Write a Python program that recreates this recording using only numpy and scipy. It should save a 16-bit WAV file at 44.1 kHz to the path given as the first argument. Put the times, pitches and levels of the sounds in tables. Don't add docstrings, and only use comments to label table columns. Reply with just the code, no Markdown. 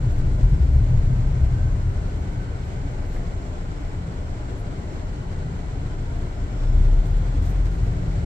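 import sys
import numpy as np
from scipy import signal
from scipy.fft import rfft, irfft
from scipy.io import wavfile
from scipy.ndimage import uniform_filter1d

SR = 44100
rng = np.random.default_rng(int(sys.argv[2]) if len(sys.argv) > 2 else 0)


def generate_wav(signal):
    frames = np.transpose(np.atleast_2d(signal))
    scaled = np.clip(frames, -1, 1) * 32767
    pcm = np.round(scaled).astype(np.int16)
    wavfile.write(sys.argv[1], SR, pcm)


N = 363825
T = np.arange(N) / SR
HZ = np.fft.rfftfreq(N, 1 / SR)

# t/s, relative level/dB
ROAD_ROUGHNESS = [(0, -24), (.75, -19.5), (1.7, -22.5), (2.7, -29.5), (4.2, -30.5), (5.3, -30.5),
                  (6.1, -28.5), (7, -27), (8.25, -25.5)]
# t/s, firing rate/Hz, level/dB
ENGINE_RUN = [(0.0, 33.1, -28), (0.37, 33, -27), (0.82, 32.58, -30), (1.08, 33.36, -22), (1.28, 32.93, -24),
              (1.65, 31.8, -23), (2.04, 29.44, -44), (2.59, 26.07, -42), (3.2, 28.45, -26),
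              (3.42, 25.46, -35.5), (5.7, 24.26, -36), (6.2, 28.45, -29), (6.54, 30.61, -29.5),
              (6.68, 32.62, -18), (6.88, 33.06, -13.5), (6.99, 33.6, -13), (7.05, 35.23, -25),
              (7.13, 37.5, -16.5), (7.33, 39.3, -22.5), (7.6, 43.38, -18.5), (7.94, 44.4, -32),
              (8.25, 44.2, -21.5)]


def gain_of(db):
    return 10 ** (np.asarray(db) / 20)


def unit_rms(x):
    return x / np.sqrt(np.mean(x ** 2) + 1e-20)


def curve(rows, column=1):
    columns = np.transpose(rows)
    return np.interp(T, columns[0], columns[column])


def spectrum(points):
    hz, value = np.transpose(points)
    return np.interp(np.log(HZ + 1), np.log(hz + 1), value)


def noise(points):
    return unit_rms(irfft(rfft(rng.standard_normal(N)) * gain_of(spectrum(points)), N))


def drift(rate_hz):
    return unit_rms(irfft(rfft(rng.standard_normal(N)) / (1 + (HZ / rate_hz) ** 4), N))


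def panned(x, left_db):
    return x * gain_of(left_db * np.array([[.5], [-.5]]))


def add(mix, start_s, sound):
    part = mix[max(round(start_s * SR), 0):][:len(sound)]
    part += sound[:len(part)]


def swells(rows, taper=1):
    out = np.zeros(N)
    for start_s, length_s, db in rows:
        add(out, start_s, gain_of(db) * signal.windows.tukey(int(length_s * SR), taper))
    return out


def whistle(envelope, hz, wander_hz, wander_per_s, left_db, lead_rad, waver_db):
    phase = 2 * np.pi * np.cumsum(hz + wander_hz * drift(wander_per_s)) / SR
    tone = np.sqrt(2) * np.sin([phase + lead_rad, phase])
    return panned(tone * envelope * gain_of(waver_db * drift(19)), left_db)


def vents(mid_db=-41, side_db=-47, flutter_db=0.94, idle_hz=26, rise_db_per_hz=0.068):
    mid_shape = [(110, -22), (180, -1.5), (220, -4), (340, -7), (480, -9.5), (650, -17), (1100, -24.5),
                 (1650, -26), (2150, -26), (2650, -31.5), (4700, -35.5), (5850, -37), (8000, -37.5),
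                 (9700, -52.5), (15400, -60.5)]
    side_shape = [(60, -27), (110, -6), (220, -10), (420, -9.5), (650, -12), (1100, -17.5), (1650, -15),
                  (2650, -27.5), (4700, -27.5), (5850, -32.5), (8000, -37), (9700, -45.5), (15400, -53.5)]
    balance = [(150, 7), (400, 2.5), (600, 0.5), (1100, 2), (1600, 1.5), (2600, -1), (3800, -1.5),
               (5800, -1), (7300, 4.5), (8600, -3), (15000, 3)]
    mid = gain_of(mid_db) * noise(mid_shape)
    side = gain_of(side_db) * noise(side_shape)
    rush = irfft(panned(rfft([mid + side, mid - side]), spectrum(balance)), N)
    return rush * gain_of(rise_db_per_hz * (curve(ENGINE_RUN) - idle_hz) + flutter_db * drift(22))


def cabin(swell_db=1.46, swells_per_s=2):
    # f/Hz, width/Hz, level/dB, left-right/dB, left phase lead/rad
    modes = [(163.8, 45, -43, 0.5, 0), (281.3, 38, -47.5, 2, -1), (392.6, 58, -50, 2.5, 1),
             (605.3, 46, -52.5, 2.5, 1), (686, 34, -55, -1, 0.9), (750, 54, -55.5, -3, 1.5),
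             (841, 69, -53.5, 2, -2), (939, 54, -61, -8, 1.4), (1010, 37, -62.5, 9.5, 1.5),
             (1093, 28, -65.5, 10, 1.5), (1193, 52, -64, 7.5, 2), (1325, 66, -57.5, -1, 2.5),
             (1417, 75, -61.5, 8, 1.5), (1540, 80, -59.5, -5.5, -2), (1730, 76, -64, 6.5, 2),
             (1943, 80, -64.5, 2.5, 1.5), (2136, 400, -60, -1.5, 1.5), (2750, 190, -70, 8, 2),
             (3040, 100, -65, 3.5, 4), (3440, 150, -69, 0.5, 2.5), (4170, 500, -69.5, -8.5, 0.5),
             (5370, 300, -71, 2.5, 2), (6550, 400, -67, -5, 3.5), (7370, 370, -68.5, -11, 2.5),
             (8380, 300, -73.5, 4.5, 2.5)]
    out = np.zeros((2, N))
    for hz, width_hz, db, left_db, lead_rad in modes:
        band = rfft(rng.standard_normal(N)) / (1 + ((HZ - hz) / (0.6 * width_hz)) ** 2)
        ring = irfft([band, band * np.exp(-1j * lead_rad)], N)
        ring *= gain_of(swell_db * drift(swells_per_s))
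        out += gain_of(db) * panned(unit_rms(ring), left_db)
    return out


def fan(db=-67.5):
    return whistle(gain_of(db), hz=1513, wander_hz=2.54, wander_per_s=8.4,
                   left_db=-5.5, lead_rad=-1.8, waver_db=3.5)


def squeak(start_s=4.555, length_s=0.085, hz=11230, db=-65):
    out, t = np.zeros(N), T[:int(length_s * SR)]
    add(out, start_s, gain_of(db) * np.hanning(len(t)) * np.sin(2 * np.pi * hz * t))
    return panned(out, left_db=11)


def brakes():
    squeals = [(.95, .55, 1259, 4, -66), (1.52, .2, 1510, 2.4, -57.5), (1.7, 1.5, 1505, 2.4, -61.5),
               (1.48, .32, 1552, 12, -59), (2.2, 0.69, 1548, 16, -64), (2.58, .24, 1500, 6, -60),
               (6.355, 0.059, 5145, 35, -65), (6.46, .29, 5350, 170, -66.5), (6.65, .09, 5270, 170, -65)]
    # f/Hz, left-right/dB, left phase lead/rad, wander rate/Hz
    paths = [(1550, -7.5, -1.5, 30), (5200, 4, 1.5, 140)]
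    path_hz, *columns = np.transpose(paths)
    out = np.zeros((2, N))
    for start_s, length_s, hz, wander_hz, db in squeals:
        left_db, lead_rad, wander_per_s = (np.interp(hz, path_hz, column) for column in columns)
        envelope = swells([(start_s, length_s, db)], taper=.45)
        out += whistle(envelope, hz, wander_hz, wander_per_s, left_db, lead_rad, waver_db=1)
    return out


def trim(tick_t60_s=.06, faint_db=-75, faint_per_s=9, chafe_db=-50,
         slips_per_s=420, slip_spread_db=3.5, slip_decay_s=.0012, smooth_share=.52):
    tick_events = [(0.0553, -60), (0.185, -55), (0.3591, -58), (0.4953, -58), (0.7846, -59), (1.404, -62),
                   (2.3261, -58), (2.9113, -59), (3.1637, -57), (4.9394, -62), (7.0599, -58),
                   (7.1696, -53.5), (7.654, -51.5)]
    rustles = [(0.085, 0.125, -62.5), (1.98, .33, -70), (2.62, 0.09, -65), (3.04, 0.15, -62),
               (7.04, 0.092, -62), (7.4, 0.14, -55.5), (7.7, 0.095, -62.5), (7.8, 0.085, -63.5)]
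    colour = [(500, -16), (1500, 1), (4000, -2), (7500, 1), (10000, -5), (15000, -4)]
    blows = np.zeros(N)
    for start_s, db in tick_events:
        add(blows, start_s, gain_of([db + .8]))
    blows += gain_of(faint_db + 2 * rng.standard_normal(N)) * (rng.random(N) < faint_per_s / SR)
    ticks = signal.oaconvolve(blows, gain_of(-60 * T[:SR // 4] / tick_t60_s))[:N]
    ticks = uniform_filter1d(ticks, size=200)
    chafe = gain_of(chafe_db + curve(ROAD_ROUGHNESS) + 1.8 * drift(9))
    slips = gain_of(slip_spread_db * np.minimum(rng.exponential(1, N), 2))
    slips *= rng.random(N) < slips_per_s / SR
    crackle = unit_rms(signal.oaconvolve(slips, np.exp(-T[:SR // 50] / slip_decay_s))[:N])
    rub = swells(rustles, taper=0.46) * (smooth_share + (1 - smooth_share) * crackle)
    grain = gain_of(2 * drift(150))
    envelope = np.hypot(ticks + rub, chafe) * grain
    return panned(envelope * np.array([noise(colour), noise(colour)]), left_db=2.5)


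def scuff(start_s=7.435, length_s=.05, db=-53):
    colour = [(800, -20), (2500, -4), (4500, 0), (7000, -3), (9000, -10), (15000, -22)]
    return swells([(start_s, length_s, db)]) * np.array([noise(colour), noise(colour)])


def knocks(thud_db=-4, thud_t60_s=0.07, off_mode_db_per_octave=-22):
    strikes = [(3.02, -44, 1270), (3.163, -37.5, 1720)]
    modes = [(687, -3, .04), (1050, 4, 0.043), (1260, 4, 0.12), (1734, -1, 0.1), (1950, 6, .06),
             (3105, -10, .02)]
    thud_shape = [(200, -14), (600, 7), (2000, 3), (4000, -25), (9000, -35)]  # f/Hz, density/dB
    out, t = np.zeros(N), T[:SR // 5]
    thud = noise(thud_shape)[:len(t)] * gain_of(thud_db - 60 * t / thud_t60_s)
    for start_s, db, favoured_hz in strikes:
        ring = np.zeros(len(t))
        for hz, mode_db, t60_s in modes:
            struck_db = mode_db + off_mode_db_per_octave * abs(np.log2(hz / favoured_hz))
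            ring += gain_of(struck_db - 60 * t / t60_s) * np.sin(2 * np.pi * hz * t)
        add(out, start_s, gain_of(db) * (ring / abs(ring).max() + thud))
    return panned(out, left_db=1.5)


def firing_cycles(jitter=0.0052):
    return np.cumsum(curve(ENGINE_RUN) * (1 + jitter * drift(12))) / SR


def throttle(lead_s=0.14, full_pull_hz_per_s=11.2):
    pull_hz_per_s = uniform_filter1d(np.gradient(curve(ENGINE_RUN), T), size=SR * 3 // 4)
    return np.clip(np.interp(T + lead_s, T, pull_hz_per_s) / full_pull_hz_per_s, 0, 1)


def intake(cycles, shut_db=-70, open_db=-53.5, throb_db=4):
    colour = [(500, -19), (830, 8), (1100, -11), (1410, 7.5), (1700, -22.5), (2300, -11.5), (2800, -17),
              (3450, -3.5), (4500, -20.5), (9000, -33.5)]
    level_db = shut_db + (open_db - shut_db) * throttle()
    gulps = gain_of(level_db + throb_db * np.cos(2 * np.pi * cycles))
    return gulps * np.array([noise(colour), noise(colour)])


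def belt(cycles, ratio=3.75, waver_db=1.5, load_db=-4):
    response = [(100, -47.5), (118, -30.5), (127, -33), (145, -39), (164, -36.5), (175, -44)]
    level_db = np.interp(ratio * curve(ENGINE_RUN), *np.transpose(response)) + load_db * throttle()
    return np.sqrt(2) * gain_of(level_db + waver_db * drift(4.4)) * np.sin(2 * np.pi * ratio * cycles)


def engine(cycles, waver_db=1):
    orders = [(1, -0.6), (1.5, -16), (2, -18), (3, -23.5), (4, -27.5)]
    boom = np.zeros(N)
    for order, db in orders:
        boom += gain_of(db + waver_db * drift(7.5)) * np.sin(2 * np.pi * (order * cycles + rng.random()))
    return np.sqrt(2) * gain_of(curve(ENGINE_RUN, column=2)) * boom


def tyres(gain_db=1, steadiness=0.87, side_db=-21.5, uneven_db=0.78, uneven_per_s=7):
    body = [(13, -26), (22, -3), (44, 1), (55, -3.5), (67, -1), (76, -4), (85, 1.5), (102, -6.5),
            (120, -1.54), (138, -9), (172, -16), (205, -26), (300, -33), (600, -49.5), (2000, -100)]
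    # t/s, length/s, f/Hz, tone peak/dB, rumble level/dB
    booms = [(0, 0.15, 119.9, -17, -20), (.03, 0.32, 293, -41.5, -35), (0.022, 0.33, 23.2, -16, -36),
             (0.321, 0.32, 42.9, -17.5, -25), (0.471, 0.25, 65.4, -15.5, -29), (0.651, .22, 66.4, -11, -26),
             (0.761, 0.12, 116, -18, -28), (0.821, 0.33, 23.1, -17, -33), (1.35, 0.18, 65.5, -15.5, -28),
             (2.774, 0.19, 278, -39.5, -28), (3.8, 0.543, 168, -35, -49), (5.718, 0.16, 285, -37.5, -40),
             (6.72, 0.16, 66.8, -19, -20.5), (7.319, 0.21, 82, -19, -38), (7.29, 0.16, 280.7, -38.5, -40),
             (7.77, 0.19, 110.3, -21.5, -25)]
    shake, boom = noise(body), np.zeros(N)
    running_rms = np.sqrt(uniform_filter1d(shake ** 2, size=7000) + 1e-9)
    mid = unit_rms(shake / running_rms ** steadiness)
    side = gain_of(side_db) * noise(body) * [[1], [-1]]
    envelope = gain_of(curve(ROAD_ROUGHNESS) + gain_db + uneven_db * drift(uneven_per_s))
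    for start_s, length_s, hz, tone_db, rumble_db in booms:
        t = T[:int(length_s * SR)]
        add(boom, start_s, gain_of(tone_db) * np.hanning(len(t)) * np.sin(2 * np.pi * hz * t))
        envelope = np.hypot(envelope, swells([(start_s, length_s, rumble_db)]))
    return envelope * (mid + side) + boom


def scene():
    cycles = firing_cycles()
    bass = panned(engine(cycles) + belt(cycles) + tyres(), left_db=1.76)
    air = fan() + intake(cycles) + vents() + cabin()
    return bass + air + brakes() + trim() + scuff() + knocks() + squeak()


def record(dry, fade_s=.006, cutoff_hz=15550):
    faded = dry * np.minimum(np.minimum(T, T[::-1]) / fade_s, 1)
    lowpass = signal.firwin(511, cutoff_hz, window=("kaiser", 9), fs=SR)
    return signal.oaconvolve(faded, lowpass[None], "same")


dry = scene()
out = record(dry)
generate_wav(out)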